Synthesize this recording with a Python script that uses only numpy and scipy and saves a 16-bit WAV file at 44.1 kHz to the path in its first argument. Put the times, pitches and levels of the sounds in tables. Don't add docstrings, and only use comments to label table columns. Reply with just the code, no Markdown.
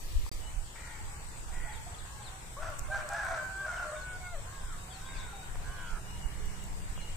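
import sys
import numpy as np
from scipy import signal
from scipy.fft import rfft, irfft, next_fast_len
from scipy.io import wavfile
from scipy.ndimage import uniform_filter1d, map_coordinates

SR = 44100
rng = np.random.default_rng(int(sys.argv[2]) if len(sys.argv) > 2 else 0)


def makeup_ratio(level_db):
    decades = np.asarray(level_db, float) / 20
    return 10 ** decades


def int16_out(signal):
    q = np.round(np.clip(np.atleast_2d(signal).T, -1, 1) * 32767)
    wavfile.write(sys.argv[1], SR, q.astype(np.int16))


N = 315756


def unit(x):
    return x / np.sqrt(np.mean(x ** 2) + 1e-20)


def along(points, hz):
    f, v = np.transpose(points)
    return np.interp(np.log(hz + 1), np.log(f + 1), v)


def sampled(rows):
    s, *cols = np.transpose(rows)
    t = np.arange(max(s[0], 0), s[-1], 1 / SR)
    return [t] + [np.interp(t, s, c) for c in cols]


def wobble(size, rate):
    knots = rng.standard_normal(int(size * rate / SR) + 4)
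    return map_coordinates(knots, [np.arange(size) * rate / SR])


def panned(pan_db):
    return makeup_ratio(np.array([[pan_db], [-pan_db]]) / 2)


def add(out, s, x, pan_db, fade=0.0016):
    i = np.arange(len(x))
    x = x * np.sin(np.pi / 2 * np.clip(np.minimum(i, i[::-1]) / (fade * SR), 0, 1)) ** 2
    room = out[:, round(s * SR):][:, :len(x)]
    room += panned(pan_db) * x[:room.shape[1]]


def coloured(x, spectrum):
    m = next_fast_len(x.shape[-1] + 4096)
    gain = makeup_ratio(along(spectrum, np.fft.rfftfreq(m, 1 / SR)))
    return irfft(rfft(x, m) * gain, m)[..., :x.shape[-1]]


def rooster():
    # t/s, f/Hz, level/dB, beak closure/dB, third partial/dB
    syllables = [
        [(2.9, 743, -51, 7, -15), (2.925, 793, -32.5, -11, -24), (2.968, 789, -33.5, -6, -29),
         (2.985, 780, -63, -7, -23), (3.03, 802, -50, 3, 2)],
        [(3.1, 794, -41.5, 3, -11), (3.16, 818, -43, -6, -25), (3.19, 833, -35.5, -7, -29),
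         (3.23, 782, -42.5, -10, -17), (3.33, 738, -42.5, 0, -13)],
        [(3.355, 755.5, -69, -20, -20), (3.38, 769.4, -36.5, -21, -21), (3.51, 767, -41.5, -12.5, -23),
         (3.61, 784.7, -38, -16.5, -28), (3.7, 732.6, -36, -25, -26), (3.74, 723, -43.5, -10, -6),
         (3.79, 734, -40.5, -13, -31), (3.86, 677, -39.5, -5, -26), (3.94, 725, -61, -13, -9)],
        [(3.955, 740, -46, -10, -7), (3.975, 745, -45, -37, -23), (4.1, 740, -42.5, -19, -16),
         (4.17, 732, -43, -11, -16), (4.19, 750, -84, 12, 11)],
        [(4.2, 738, -72, 21, 13), (4.235, 730, -54, 1.5, 0), (4.27, 720.5, -43, -8, -3.5),
         (4.31, 715, -49.5, -8, -10), (4.345, 680, -53.5, 12.5, 0), (4.37, 540, -56, 3, -3),
         (4.4, 588, -64, 17.5, -8)],
    ]
    # t/s, hoarseness (0-1)
    hoarseness = [(2.9, .08), (3.05, .1), (3.12, .45), (3.33, .45), (3.4, .08), (3.6, .1), (3.65, .5),
                  (3.82, .35), (3.95, .03), (4.4, .06)]
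    out = np.zeros((2, N))
    for syllable in syllables:
        t, hz, db, closure_db, third_db = sampled(syllable)
        hoarse = np.interp(t, *np.transpose(hoarseness))
        turns = np.cumsum(hz * (1 + 0.062 * hoarse * wobble(len(t), 124.3))) / SR
        voice = np.zeros(len(t))
        for k, share_db in enumerate((closure_db, 0, third_db), start=1):
            voice += makeup_ratio(db + share_db + 1.5) * np.sin(2 * np.pi * k * turns)
        shake = makeup_ratio(7.0 * hoarse * wobble(len(t), 63.6))
        add(out, t[0], voice * shake, pan_db=-1.0)
    return out


def flapping(size, rattle, rattle_hz, uneven):
    flap = np.cumsum(rattle_hz * (1 + uneven * wobble(size, 68.3))) / SR
    chop = np.exp(0.76 * rattle * (np.cos(2 * np.pi * flap) + uneven * wobble(size, 263.3)))
    return chop / np.sqrt(np.abs(uniform_filter1d(chop ** 2, size=1500)))


def overtones(pitch_hz, throat, jitter, count=6):
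    turns = np.cumsum(pitch_hz * (1 + jitter * wobble(len(pitch_hz), 151.8))) / SR
    k = np.arange(1, count + 1)[:, None]
    return (makeup_ratio(along(throat, k * pitch_hz)) * np.sin(2 * np.pi * k * turns)).sum(0)


def rasp(size, throat, rattle_hz):
    puffs = rng.standard_normal(size) * flapping(size, 0.52, rattle_hz, 0.327)
    return unit(coloured(puffs, throat))


def near_crow():
    # t/s, length/s, top f/Hz, tone level/dB
    caws = [
        (2.567, 0.18, 670, -43),
        (2.886, 0.18, 639, -44.5),
        (3.066, 0.37, 654.4, -44.5),
        (3.605, 0.3, 615, -50),
        (3.918, 0.06, 684, -47),
    ]
    breath_db = [-42.5, -41, -40, -43.5, -41]
    slack_hz = [534.5, 590, 589.5, 602.4, 590]
    # f/Hz, level/dB
    tone_throat = [(450, -14), (640, 2), (1000, -2), (1140, 3), (1230, -14), (1700, -16), (2000, -26),
                   (9000, -62)]
    # f/Hz, level/dB
    breath_throat = [(480, -38), (650, 2.5), (880, -7.5), (1050, -1), (1200, -8.5), (1330, 4), (1500, 5.5),
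                     (1850, -7.5), (2650, -19.5), (2900, -23.5), (5200, -24), (6200, -17), (7200, -36),
                     (9500, -59)]
    rise_s, fall_s = 0.0596, 0.061
    slack_rattle, tense_rattle = 0.26, 0.62
    break_db, rasp_grows_db = 2, 27
    out = np.zeros((2, N))
    for (s, length, hz, tone_db), rasp_db, rest_hz in zip(caws, breath_db, slack_hz):
        t = np.arange(round(length * SR)) / SR
        effort = np.clip(np.minimum(t / rise_s, (length - t) / fall_s), 0, 1)
        rattle = slack_rattle + (tense_rattle - slack_rattle) * effort
        held_hz = hz * (1 + 0.025 * wobble(len(t), 14.05))
        tone = overtones(rest_hz + (held_hz - rest_hz) * effort, tone_throat, 0.024 * rattle)
        tone = tone * flapping(len(t), 0.9 * np.abs(rattle), 85.8, 0.337)
        tone = tone * makeup_ratio(tone_db - break_db * effort + 3.7 * wobble(len(t), 13.8))
        hoarse = makeup_ratio(rasp_db - rasp_grows_db * (1 - effort)) * rasp(len(t), breath_throat, 73.1)
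        add(out, s, tone + hoarse, pan_db=1.0)
    return out


def answering_crow():
    # t/s, f/Hz, level/dB
    caw = [
        (5.635, 490, -60),
        (5.66, 505, -53),
        (5.735, 546, -52),
        (5.79, 513, -51),
        (5.85, 486, -51),
        (5.91, 460, -50),
        (5.98, 430, -50),
        (5.995, 425, -62),
    ]
    # f/Hz, level/dB
    throat = [(500, -17), (850, -19), (1050, -2), (1180, 0), (1300, 1.5), (1620, 4.5), (1800, -21),
              (2300, -14), (3300, -32)]
    out = np.zeros((2, N))
    t, hz, db = sampled(caw)
    cycles_per_flap = 5.3
    flap = 2 * np.pi * np.cumsum(hz * (1 + 0.0079 * wobble(len(t), 22))) / SR / cycles_per_flap
    tone = overtones(hz * (1 + 0.075 * np.cos(flap)), throat, 0.0031)
    tone = tone * (1 + 0.21 * np.cos(flap))
    add(out, t[0], makeup_ratio(db + 1.5) * tone, pan_db=-5.0)
    return out


def distant_caws(caws, throat, rattle_hz, uneven, rasp_db, pan_db):
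    out = np.zeros((2, N))
    for s, length, hz, fall, db in caws:
        u = np.linspace(0, 1, round(length * SR))
        rise = 0.0672 * np.clip(1 - u / 0.287, 0, 1) ** 2
        sag = fall * np.clip((u - 0.28) / 0.72, 0, 1) ** 2
        arch = 1 - rise - sag
        tone = overtones(hz * arch, throat, 0.039 * uneven)
        tone = tone * flapping(len(u), 0.9, rattle_hz * arch, uneven)
        breath = makeup_ratio(rasp_db) * rasp(len(u), throat, rattle_hz)
        add(out, s, makeup_ratio(db) * (tone + breath), pan_db, fade=0.01)
    return out


def far_crows():
    # t/s, length/s, top f/Hz, final fall (0-1), level/dB
    raspy_caws = [
        (.75, 0.25, 482.7, 0.13, -55),
        (1.52, 0.24, 488.3, 0.06, -54.5),
        (3.92, .07, 600, 0, -60),
        (5.08, 0.21, 547, 0, -58.5),
        (6.25, .3, 570, .05, -61),
    ]
    # f/Hz, level/dB
    raspy_throat = [(500, -15), (900, -4.5), (1150, -16), (1430, -3.5), (1700, -6), (1900, 0.5),
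                    (2100, 0.5), (2400, -7.5), (2900, -28), (5000, -59)]
    # t/s, length/s, top f/Hz, final fall
    # (0-1), level/dB
    tonal_caws = [(1.07, 0.17, 576, 0.054, -60), (2.04, 0.31, 548.6, 0.11, -56), (2.84, 0.069, 532, 0, -51),
                  (3.04, 0.055, 560, 0, -48), (3.38, 0.13, 527, 0.09, -49), (3.57, 0.11, 578, 0.057, -51.5),
                  (3.84, 0.19, 570, 0.087, -51), (4.46, 0.3, 545.7, 0.28, -52.5),
                  (4.66, 0.36, 566, 0.29, -62), (5.01, 0.33, 529, 0.15, -50.5),
                  (6.25, 0.35, 590, 0.29, -66)]
    # f/Hz, level/dB
    tonal_throat = [(400, -29), (550, -52), (1050, -3.5), (1280, 3.5), (1650, -6.5), (1950, -26.5),
                    (3000, -22), (5000, -34)]
    raspy = distant_caws(raspy_caws, raspy_throat, 90.5, uneven=0.3, rasp_db=-1.5, pan_db=1.5)
    tonal = distant_caws(tonal_caws, tonal_throat, 94, uneven=0.05, rasp_db=-18, pan_db=-1.5)
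    return raspy + tonal


def gliding(notes, waver_db, tremble, pan_db, fade):
    out = np.zeros((2, N))
    for s, length, *ends_hz, db in notes:
        hz = np.geomspace(ends_hz[0], ends_hz[-1], round(length * SR))
        hz = hz * (1 + tremble * wobble(len(hz), 175.3))
        strength = makeup_ratio(db + waver_db * wobble(len(hz), 38.8))
        add(out, s, strength * np.sin(2 * np.pi * np.cumsum(hz) / SR), pan_db, fade)
    return out


def small_birds():
    # t/s, length/s, first f/Hz, last f/Hz, level/dB
    chirps = [(1.69, 0.029, 3600, 3140, -60), (1.72, 0.067, 4600, 3030, -59),
              (1.94, 0.019, 3550, 3140, -56), (1.98, 0.033, 4350, 3220, -55.5),
              (2.215, 0.025, 3600, 3020, -58), (2.24, 0.055, 4640, 3360, -54.5),
              (3.565, 0.021, 4250, 3920, -58), (3.76, 0.034, 3100, 2730, -55),
              (3.87, 0.041, 4540, 4340, -57), (3.96, 0.044, 3800, 3360, -59.5),
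              (4.01, .035, 4370, 4050, -58), (4.9, 0.04, 3700, 2950, -59), (4.922, 0.05, 4700, 4000, -57),
              (4.94, .025, 4500, 4150, -59), (4.95, .03, 6500, 5750, -63), (5.14, 0.085, 5200, 3400, -59),
              (5.142, 0.062, 2750, 1980, -60), (5.165, .03, 4900, 4300, -58),
              (5.18, 0.038, 6600, 5650, -60), (6.965, 0.059, 3600, 1943, -53.5),
              (7.0, 0.042, 4370, 3940, -57)]
    # t/s, length/s, f/Hz, level/dB
    whistles = [(.25, 0.1, 4740, -53), (.4, 0.12, 2970, -58.5), (.62, 0.31, 4620, -69),
                (1.9, 0.14, 1256, -63.5), (2.83, 0.052, 2150, -53.5), (4.5, 0.82, 3740, -69.5),
                (5.04, 0.44, 3740, -60), (5.04, 0.055, 3430, -60), (5.12, 0.15, 3450, -59),
                (5.42, 0.035, 1476, -48), (5.69, 0.22, 2967, -61), (5.75, 0.16, 3250, -63),
                (6.05, 0.23, 2889, -58), (6.33, 0.32, 2880, -63.5), (6.95, 0.17, 2856, -59)]
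    falling = gliding(chirps, 3.5, tremble=0.025, pan_db=8, fade=0.0072)
    held = gliding(whistles, 4, tremble=0.007, pan_db=2.5, fade=0.022)
    return falling + held


def doves():
    # t/s, length/s, first f/Hz, last f/Hz, level/dB
    coos = [
        (4.74, 0.26, 690, 786, -61),
        (5.325, 0.09, 813, 749, -50),
        (5.5, 0.29, 736, 718, -60),
        (6.04, 0.177, 727, 720, -63),
        (6.11, 0.19, 990, 876, -61),
        (6.35, 0.122, 415, 420, -59.5),
        (6.37, 0.091, 480, 472, -60.5),
    ]
    return gliding(coos, 3.5, tremble=0.006, pan_db=-5, fade=0.012)


def hens():
    # t/s, length/s, first f/Hz, last f/Hz, level/dB
    clucks = [(.85, 0.41, 870, 799, -61.5), (1.495, 0.041, 850, 703, -53), (1.64, 0.03, 700, 680, -53),
              (1.67, .055, 840, 844, -48), (1.72, 0.048, 920, 844, -53), (1.76, .06, 914, 866, -50),
              (1.86, 0.027, 716, 705, -51), (1.9, .055, 700, 723, -59), (2.145, .035, 850, 860, -56),
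              (2.195, 0.031, 850, 810, -52), (2.24, .16, 730, 800, -60)]
    return gliding(clucks, 2.5, tremble=0.025, pan_db=-1.5, fade=0.0072)


def snaps(hits, t60, colour):
    out, t = np.zeros((2, N)), np.arange(SR // 20) / SR
    for s, db, hz, pan_db in hits:
        crack = unit(coloured(rng.standard_normal(len(t)), colour))
        ring = np.sin(2 * np.pi * hz * t) / 2
        add(out, s, makeup_ratio(db - 60 * t / t60) * (ring + crack), pan_db, fade=0.00029)
    return out


def straw():
    # t/s, peak level/dB, ring f/Hz, left-right/dB
    ticks = [
        (1.7615, -40, 9150, 1),
        (2.7015, -38, 8700, 12),
        (2.7735, -52, 12900, 4),
        (2.789, -32.5, 8950, 6),
        (2.7932, -29, 8200, 17.5),
        (3.09, -31, 5200, 7),
        (3.135, -35, 6900, 7),
        (3.25, -34, 9800, 9),
        (6.458, -36, 12000, -4),
        (6.64, -38, 12000, 4),
    ]
    # t/s, peak level/dB, ring f/Hz, left-right/dB
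    taps = [
        (.264, -47.5, 400, 20),
        (4.635, -39, 503, 2),
        (5.556, -34.5, 950, -2),
        (6.977, -39, 1260, 3),
    ]
    sharp = snaps(ticks, 0.004, [(4000, -5), (8000, 22), (10500, 2), (15000, 7.5)])
    dull = snaps(taps, 0.014, [(250, -9), (900, 10), (2500, -21), (6000, -27)])
    return sharp + dull


def gusts():
    # t/s, peak level/dB, left-right/dB, f/Hz
    slaps = [
        (0.165, -29, 28, 39),
        (0.579, -34, -22, 33),
        (2.823, -37, -12, 44.5),
        (4.647, -33, 5, 41),
        (5.694, -37, -20, 28.7),
        (5.94, -31, -15, 20),
        (6.261, -32.5, -23, 37.3),
        (6.902, -36, -19, 37),
    ]
    out, t = np.zeros((2, N)), np.arange(-SR // 20, SR // 20) / SR
    for s, db, pan_db, hz in slaps:
        u = (np.pi * hz * t) ** 2
        add(out, s + t[0], makeup_ratio(db) * (1 - 2 * u) * np.exp(-u), pan_db)
    return out


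def crickets():
    # wing f/Hz, strokes (/s), chirps (/s), level/dB, left-right/dB
    singers = [
        (7870, 180, 6.4, -5, 12),
        (7150, 100, 5.6, -14.5, 23),
        (8200, 68, 7.6, -7, 13.5),
    ]
    # t/s, level/dB
    chorus = [(0, -54.5), (1.56, -52.5), (2.4, -55), (3.3, -53), (4.35, -55), (5.3, -56), (5.72, -65.5),
              (6.12, -64), (7.16, -56)]
    out, t = np.zeros((2, N)), np.arange(N) / SR
    for hz, strokes, chirps, db, pan_db in singers:
        wing = wobble(N, 500) * np.sin(2 * np.pi * hz * t) + wobble(N, 500) * np.cos(2 * np.pi * hz * t)
        stroke_turns = np.cumsum(strokes * (1 + 0.036 * wobble(N, 4.4))) / SR
        stroke = np.exp(0.41 * np.cos(2 * np.pi * stroke_turns))
        chirp_turns = np.cumsum(chirps * (1 + 0.073 * wobble(N, 1.635))) / SR
        chirp = 1 / (1 + np.exp(-3 * np.cos(2 * np.pi * chirp_turns) - 1.5))
        sides = np.array([wing, np.roll(wing, N // 3)])
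        out += makeup_ratio(db + 0.94 * wobble(N, 1.0)) * panned(pan_db) * unit(sides * stroke * chirp)
    return makeup_ratio(np.interp(t, *np.transpose(chorus)) - 5) * out


def rush(spectrum, alike, patchy_db):
    # f/Hz, left-right/dB
    port_lean = [(60, -1.5), (150, 0), (380, 1.5), (950, -3), (2380, 1.5), (5980, 6), (15000, 0.5)]
    z = signal.stft(rng.standard_normal((2, N + 9000)), nperseg=512)[2]
    patches = uniform_filter1d(rng.standard_normal(z.shape[1:]), size=6, axis=0)
    patches = uniform_filter1d(patches, size=14, axis=1)
    pair = signal.istft(z * makeup_ratio(patchy_db * unit(patches)), nperseg=512)[1]
    hz = np.fft.rfftfreq(pair.shape[1], 1 / SR)
    turn = np.arccos(np.clip(along(alike, hz), -1, 1)) / 2
    mid, side = rfft(pair) * makeup_ratio(along(spectrum, hz)) * [np.cos(turn), np.sin(turn)]
    lean = makeup_ratio(along(port_lean, hz) / 2)
    return unit(irfft([(mid + side) * lean, (mid - side) / lean], pair.shape[1])[:, :N])


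def wind():
    # t/s, level/dB
    strength = [(0.0, -39), (0.2, -31.5), (.3, -41.5), (.4, -37.5), (0.54, -42.5), (1.19, -50.5),
                (1.45, -43.5), (2.43, -51), (2.85, -41.5), (3.05, -52.5), (4.55, -50), (4.7, -40.5),
                (4.89, -51.5), (6.5, -40), (6.92, -39.5), (7.04, -47), (7.16, -42)]
    # f/Hz, level/dB per Hz
    buffet = [(7.1, -34), (12, 6), (22, 2.5), (35, -8), (89, -12.5), (226, -57), (300, -30.5), (390, -73),
              (660, -120)]
    wind_db = np.interp(np.arange(N) / SR, *np.transpose(strength))
    veer_db = np.outer([0.5, -0.5], 3 * wobble(N, 2.46))
    lumps = makeup_ratio(2.15 * np.array([wobble(N, 8.7), wobble(N, 8.3)]))
    return makeup_ratio(wind_db + veer_db + 4) * unit(lumps * rush(buffet, [(30, 0.29)], patchy_db=3.0))


def breeze_and_hum():
    # f/Hz, level/dB per Hz
    leaves = [(120, -32), (200, -13), (414, 0.5), (677, -4.5), (1280, -2), (1480, -11), (1740, -3.5),
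              (8350, -8.5), (15500, -15)]
    # f/Hz, level/dB per Hz
    village = [(120, 7), (200, -10), (304, -13), (372, -7.5), (576, -6), (925, -1), (1190, -5.5),
               (1460, -5), (4950, -14), (6500, -12.5), (7950, -6), (9710, -16), (13000, -23), (14500, -20),
               (15600, -26.5)]
    # f/Hz, correlation (-1 to 1)
    likeness = [(60, 1), (150, 1), (380, 0.81), (950, -0.11), (2380, -0.1), (5980, -0.0067), (15000, 0.12)]
    breeze_ends_s = 0.406
    t = np.arange(N) / SR
    breeze = 1 / (1 + np.exp(np.clip((t - breeze_ends_s) / 0.0076, -30, 30)))
    hum = makeup_ratio(-48) * np.sqrt(1 - breeze) * rush(village, likeness, patchy_db=1.5)
    rustle = makeup_ratio(-49.5) * np.sqrt(breeze) * rush([(100, -29)] + leaves, likeness, patchy_db=1.5)
    return hum + rustle


def engine():
    # t/s, firings (/s), level/dB
    run_up = [
        (4.4, 28.9, -68),
        (5.2, 29.9, -63),
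        (6.16, 31, -61),
        (6.94, 32.1, -60.5),
        (7.16, 32.5, -60),
    ]
    # order (multiple of firing rate), level/dB
    orders = [(3, -7), (4, -3.5), (5, -1.5), (6, 3.5), (9, -7.5), (13, -9), (14, -8)]
    t, hz, db = sampled(run_up)
    turns = np.cumsum(hz) / SR
    hum = np.zeros(len(t))
    for k, share_db in orders:
        strength = makeup_ratio(db + 0.5 + share_db + 1.7 * wobble(len(t), 4.11))
        hum += strength * np.sin(2 * np.pi * round(k) * turns)
    out = np.zeros((2, N))
    add(out, t[0], hum, pan_db=-1.5, fade=0.21)
    return out


def drone():
    # f/Hz, level/dB per Hz
    rumble = [(21, -56), (35, -4.5), (56, 3.5), (80, -10.5), (145, -8), (216, -18.5), (292, -21.5),
              (317, -19.5), (420, -26.5), (550, -26), (920, -120)]
    nearing_db = 0.5 * np.arange(N) / SR
    level_db = -53 + nearing_db + 0.99 * wobble(N, 1.67)
    return makeup_ratio(level_db) * rush(rumble, [(50, 1.0), (200, 0.94)], patchy_db=0.0)


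def echoes(x):
    # f/Hz, t60/s
    decay = [(300, 0.1), (1500, 0.97), (6000, 0.1)]
    # f/Hz, side to mid ratio
    spread = [(700, 0.56), (1500, 1.37), (3000, 1.53)]
    hz, t, z = signal.stft(rng.standard_normal((2, SR // 2)), SR, nperseg=256)
    z = z * makeup_ratio(-60 * t / along(decay, hz)[:, None])
    apart = along(spread, hz)[:, None]
    tail = signal.istft(np.array([z[0] + apart * z[1], z[0] - apart * z[1]]), SR, nperseg=256)[1]
    delayed = np.pad(x.mean(0), (400, 0))[None]
    return signal.fftconvolve(delayed, tail / np.linalg.norm(tail[0]), axes=1)[:, :N]


def scene():
    cock, crow = rooster() + answering_crow(), near_crow()
    birds = far_crows() + small_birds() + doves() + hens()
    wet = echoes(makeup_ratio(-17) * cock + makeup_ratio(-6) * crow + makeup_ratio(-6) * birds)
    ground = straw() + gusts() + crickets()
    background = wind() + breeze_and_hum() + engine() + drone()
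    return cock + crow + birds + wet + ground + background


def thinned(x):
    # f/Hz, level/dB against the usual level
    thresholds = [(900, -40), (1300, -14), (2000, -6), (2700, -3.2), (5400, -2.7), (6200, -5), (8500, -5.5),
                  (9700, -2.5), (15000, -2.5)]
    depth_db, soft_db = -25, 0.5
    hz, _, z = signal.stft([x[0] + x[1], x[0] - x[1]], SR, nperseg=2048)
    near = uniform_filter1d(np.abs(z) ** 2, size=7, axis=1)
    near = np.abs(uniform_filter1d(near, size=2, axis=2)) + 1e-20
    usual = np.median(near, axis=2, keepdims=True)
    over_db = 10 * np.log10(near / usual) - along(thresholds, hz)[:, None]
    shut = 1 / (1.3 + np.exp(np.clip(over_db / soft_db, -30, 30)))
    mid, side = signal.istft(z * makeup_ratio(depth_db * shut), SR, nperseg=2048)[1][:, :N] / 2
    return np.array([mid + side, mid - side])


def band_limit(x):
    return signal.sosfilt(signal.butter(12, 16590, fs=SR, output="sos"), x)


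def record(dry):
    # from t/s, to t/s
    dropout = (.294, .3152)
    top_hz = 15540
    t = np.arange(N) / SR
    held = coloured(thinned(dry), [(top_hz, 0), (top_hz + 60, -80)])
    outside_s = np.maximum(dropout[0] - t, t - dropout[1])
    held = held * np.clip(outside_s / 0.0004, 0, 1)
    return band_limit(held)


dry = scene()
out = record(dry)
int16_out(out)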